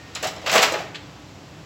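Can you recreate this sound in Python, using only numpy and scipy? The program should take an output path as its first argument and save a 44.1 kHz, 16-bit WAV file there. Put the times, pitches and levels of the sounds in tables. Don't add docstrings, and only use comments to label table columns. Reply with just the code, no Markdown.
import sys
import numpy as np
from scipy import signal
from scipy.fft import rfft, irfft
from scipy.io import wavfile
from scipy.ndimage import uniform_filter1d

SR = 44100
rng = np.random.default_rng(int(sys.argv[2]) if len(sys.argv) > 2 else 0)


def pcm_store(signal):
    levels = np.round(np.clip(np.atleast_2d(signal), -1, 1) * 32767)
    wavfile.write(sys.argv[1], SR, levels.astype(np.int16).T)


N = 72765
HIT_SAMPLES = 2 ** 14
PANEL_ATTACK_S, CRACK_ATTACK_S = 0.0025, 0.00024

# start_s, clack_db, clack_tilt_db_per_octave, shell_db, crack_db
KNOCKS = [(.1545, -25, 0, -48, -35), (.2265, -35, 5, -32, -21.5), (.2295, -23, -1.5, -34, -46),
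          (.2407, -24.5, 3, -57, -25), (.252, -23.5, -4, -33, -34), (.270, -24.5, 3.5, -62, -24),
          (.363, -34, -7, -50, -51), (.4138, -39, 1.5, -38.5, -54), (.440, -34.5, -15, -40.5, -59),
          (0.4605, -19.5, 0.5, -35.5, -47), (.471, -18.5, -1, -30, -53), (0.4935, -18, 1, -32, -41),
          (.515, -19.5, -2, -25, -17), (.5255, -16, 2.5, -23, -19), (.5395, -15, -5, -21, -15),
          (0.5537, -10, -4.5, -24, -12.5), (.559, -17, 0.5, -28, -13.5), (.575, -11, 1.5, -19.5, -22),
          (.589, -15.5, -3, -21.5, -32), (.611, -18, -1, -37, -24), (.620, -15.5, -4, -22, -15),
          (.627, -8.5, 2, -23, -11.5), (.637, -26, -1, -25.5, -32), (.658, -23, -6, -42.5, -49),
          (.685, -34, -3, -39, -45), (.7206, -32, 2, -25, -23.5), (.738, -24, -1, -27.5, -36),
          (.765, -37, -4, -54, -50), (.785, -31.5, -0.5, -57, -45), (.806, -42, -18, -35, -54)]
# frequency_hz, level_db
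PANEL_COLOUR = [(60, -40), (160, -22), (330, -14.5), (600, -0.5), (950, -0.5), (1600, 1.5), (2600, 2.5),
                (3800, -2), (5500, -5.5), (7500, -12), (10000, -12), (16000, -13)]


def undb(db):
    return 10 ** (np.asarray(db) / 20)


def unit(x):
    return x / np.sqrt(np.mean(x ** 2))


def along(points, hz):
    frequencies, values = np.array(points, float).T
    return np.interp(np.log(hz + 1), np.log(frequencies), values)


def noise(colour):
    hz = np.fft.rfftfreq(N, 1 / SR)
    return unit(irfft(rfft(rng.standard_normal(N)) * undb(along(colour, hz)), N))


def fade(t, t60):
    return np.exp(-np.log(1000) * t / t60)


def rise(t, attack_s):
    return 1 - np.exp(-t / attack_s)


def dense_ring(t, colour, t60):
    hz = np.fft.rfftfreq(len(t), 1 / SR)
    spectrum = rfft(rng.standard_normal(len(t))) * unit(undb(colour(hz)))
    centres_hz = 125 * 2. ** np.arange(8)
    octave = np.log2(np.clip(hz, centres_hz[0], centres_hz[-1]))
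    out = np.zeros(len(t))
    for centre_hz in centres_hz:
        band = np.maximum(1 - abs(octave - np.log2(centre_hz)), 0)
        out += irfft(spectrum * band, len(t)) * fade(t, t60(centre_hz))
    return out


def mode_ring(t, modes):
    out = sum(undb(db) * np.sin(2 * np.pi * (hz * t + rng.random())) * fade(t, t60)
              for hz, db, t60 in modes)
    return out / np.sqrt(sum(undb(db) ** 2 for _, db, _ in modes) / 2)


def add(out, start_s, x):
    i = int(start_s * SR)
    out[i:i + len(x)] += x[:N - i]


def background():
    # frequency_hz, level_db
    air_colour = [(25, -41), (65, -6), (107, -2.5), (165, -0.5), (240, -12.5), (295, -3.5), (371, -12),
                  (450, -12.5), (800, -14.5), (1200, -19), (2000, -28), (4000, -27.5), (7500, -31),
                  (10000, -32.5), (16000, -34)]
    return undb(-42.5) * noise(air_colour)


def tool_slide():
    # time_s, level_db
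    swell = [(0, -49), (.13, -48), (.22, -40), (.35, -58), (.45, -42), (.56, -19.5), (.68, -60),
             (.8, -37.5), (.88, -54.5), (1.1, -51.5), (1.65, -52.5)]
    time_s, level_db = np.array(swell).T
    return noise(PANEL_COLOUR) * undb(np.interp(np.arange(N) / SR, time_s, level_db))


def metal_clinks():
    # start_s, level_db, brightest_hz
    clinks = [(.1505, -24, 7600), (0.1537, -25, 4930), (.275, -33, 4200), (.364, -38, 5400),
              (.382, -37.5, 3280)]
    # pitch_hz, level_db, t60_s
    metal_modes = [(770, -4, 0.27), (1277, -3, .3), (1852, -18, 0.38), (3220, 3, 0.033),
                   (4010, -0.5, 0.081), (4430, -21, 0.049), (5300, 1.5, 0.04), (5733, -19, 0.14),
                   (6800, -17, 0.041), (7138, -16, 0.04), (6990, -1, 0.018), (7800, -1, .015),
                   (10120, 6, 0.025)]
    ring_hz, ring_t60_s = 1852, .9
    out = undb(-52.5) * mode_ring(np.arange(N) / SR, [(ring_hz, 0, ring_t60_s)])
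    t = np.arange(HIT_SAMPLES) / SR
    for start, db, bright_hz in clinks:
        modes = [(hz, level - 10 * abs(np.log2(hz / bright_hz)), t60) for hz, level, t60 in metal_modes]
        click = dense_ring(t, lambda hz: -10 * abs(np.log2((hz + 1) / bright_hz)) / .7, t60=lambda hz: .03)
        clink = mode_ring(t, modes) + undb(-5) * click
        add(out, start, undb(db) * clink * rise(t, CRACK_ATTACK_S))
    return out


def panel_knocks():
    # frequency_hz, level_db
    crack_colour = [(100, -36), (1500, -39), (4000, -9), (7500, 1.5), (10000, -1), (16000, 1.5)]
    out, t = np.zeros(N), np.arange(HIT_SAMPLES) / SR
    for start, clack_db, tilt, _, crack_db in KNOCKS:
        clack = dense_ring(t, lambda hz: along(PANEL_COLOUR, hz) + tilt * np.log2(np.clip(hz, 300, 7000)),
                           t60=lambda hz: 0.15 * (1000 / hz) ** 0.11)
        crack = dense_ring(t, lambda hz: along(crack_colour, hz), t60=lambda hz: 0.079)
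        add(out, start, undb(clack_db) * clack * rise(t, PANEL_ATTACK_S))
        add(out, start, undb(crack_db) * crack * rise(t, CRACK_ATTACK_S))
    return out


def shell_ring():
    # pitch_hz, level_db
    shell_modes = [(290, -13.5), (375, -12.5), (422, -6.5), (490, -3), (562, -6), (642, 2), (668, -2.5),
                   (748, -3.5), (842, -0.5), (964, -5.5), (1166, -7), (1225, -10), (1315, -9.5),
                   (1850, -6.5)]
    detune, scatter_db, t60_s = .005, 2, .28
    out, t = np.zeros(N), np.arange(HIT_SAMPLES) / SR
    for start, _, _, shell_db, _ in KNOCKS:
        modes = [(hz * rng.normal(1, detune), rng.normal(db, scatter_db), t60_s) for hz, db in shell_modes]
        add(out, start, undb(shell_db) * mode_ring(t, modes) * rise(t, attack_s=0.0038))
    return out


def tray_bumps():
    # start_s, level_db, centre_hz
    bumps = [(.226, -27.5, 567), (.248, -25.5, 697), (.522, -52, 540), (0.529, -33.5, 179),
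             (.554, -16.5, 1080), (.578, -30.5, 215), (.718, -26.5, 324), (.720, -19.5, 582),
             (0.749, -28, 410), (.804, -27.5, 650)]
    width_octaves = .35
    out, t = np.zeros(N), np.arange(HIT_SAMPLES) / SR
    for start, db, centre_hz in bumps:
        thud = dense_ring(t, lambda hz: -10 * (np.log2((hz + 1) / centre_hz) / width_octaves) ** 2,
                          t60=lambda hz: .13)
        add(out, start, undb(db) * thud * rise(t, attack_s=.002))
    return out


def plastic_taps():
    # start_s, level_db
    taps = [(0.945, -28), (.954, -26.5)]
    # frequency_hz, level_db
    tap_colour = [(300, -31), (1100, -10), (1650, 2), (2700, 1), (4200, -1.5), (5500, -12.5), (7500, -14),
                  (10000, -22), (16000, -28)]
    out, t = np.zeros(N), np.arange(HIT_SAMPLES // 2) / SR
    for start, db in taps:
        tap = dense_ring(t, lambda hz: along(tap_colour, hz), t60=lambda hz: 0.069)
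        add(out, start, undb(db) * tap * rise(t, PANEL_ATTACK_S))
    return out


def room_reverb(send):
    # frequency_hz, t60_s
    decay = [(150, 0.6), (600, 0.61), (2500, 0.59), (6000, 0.41), (14000, 0.38)]
    smooth_hz = 300
    t = np.arange(2 ** 15) / SR
    wash = dense_ring(t, np.ones_like, t60=lambda hz: along(decay, hz))
    spectrum = rfft(wash * rise(t, attack_s=0.0034) ** 2)
    ripple = abs(spectrum) / uniform_filter1d(abs(spectrum), int(smooth_hz * t[-1]))
    tail = irfft(spectrum / np.sqrt(ripple))[:len(t) * 3 // 4]
    return signal.fftconvolve(send, tail / np.sqrt(np.sum(tail ** 2)))[:N]


def scene():
    contacts = tool_slide() + metal_clinks() + panel_knocks() + tray_bumps() + plastic_taps()
    shell = shell_ring()
    reverb = room_reverb(undb(-8) * contacts + undb(-12) * shell)
    return (contacts + shell + reverb + background())[None]


def record(dry):
    shelf_hz, shelf_width_hz, shelf_db, top_hz = 8030, 57, -13.5, 16000
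    hz = np.fft.rfftfreq(2 * N, 1 / SR)
    shelf = undb(shelf_db * (1 + np.tanh((hz - shelf_hz) / (2 * shelf_width_hz))) / 2)
    dulled = irfft(rfft(dry, 2 * N) * shelf, 2 * N)[:, :N]
    high_cut = signal.ellip(10, .2, 80, top_hz, fs=SR, output="sos")
    return signal.sosfilt(high_cut, np.tanh(dulled))


dry = scene()
out = record(dry)
pcm_store(out)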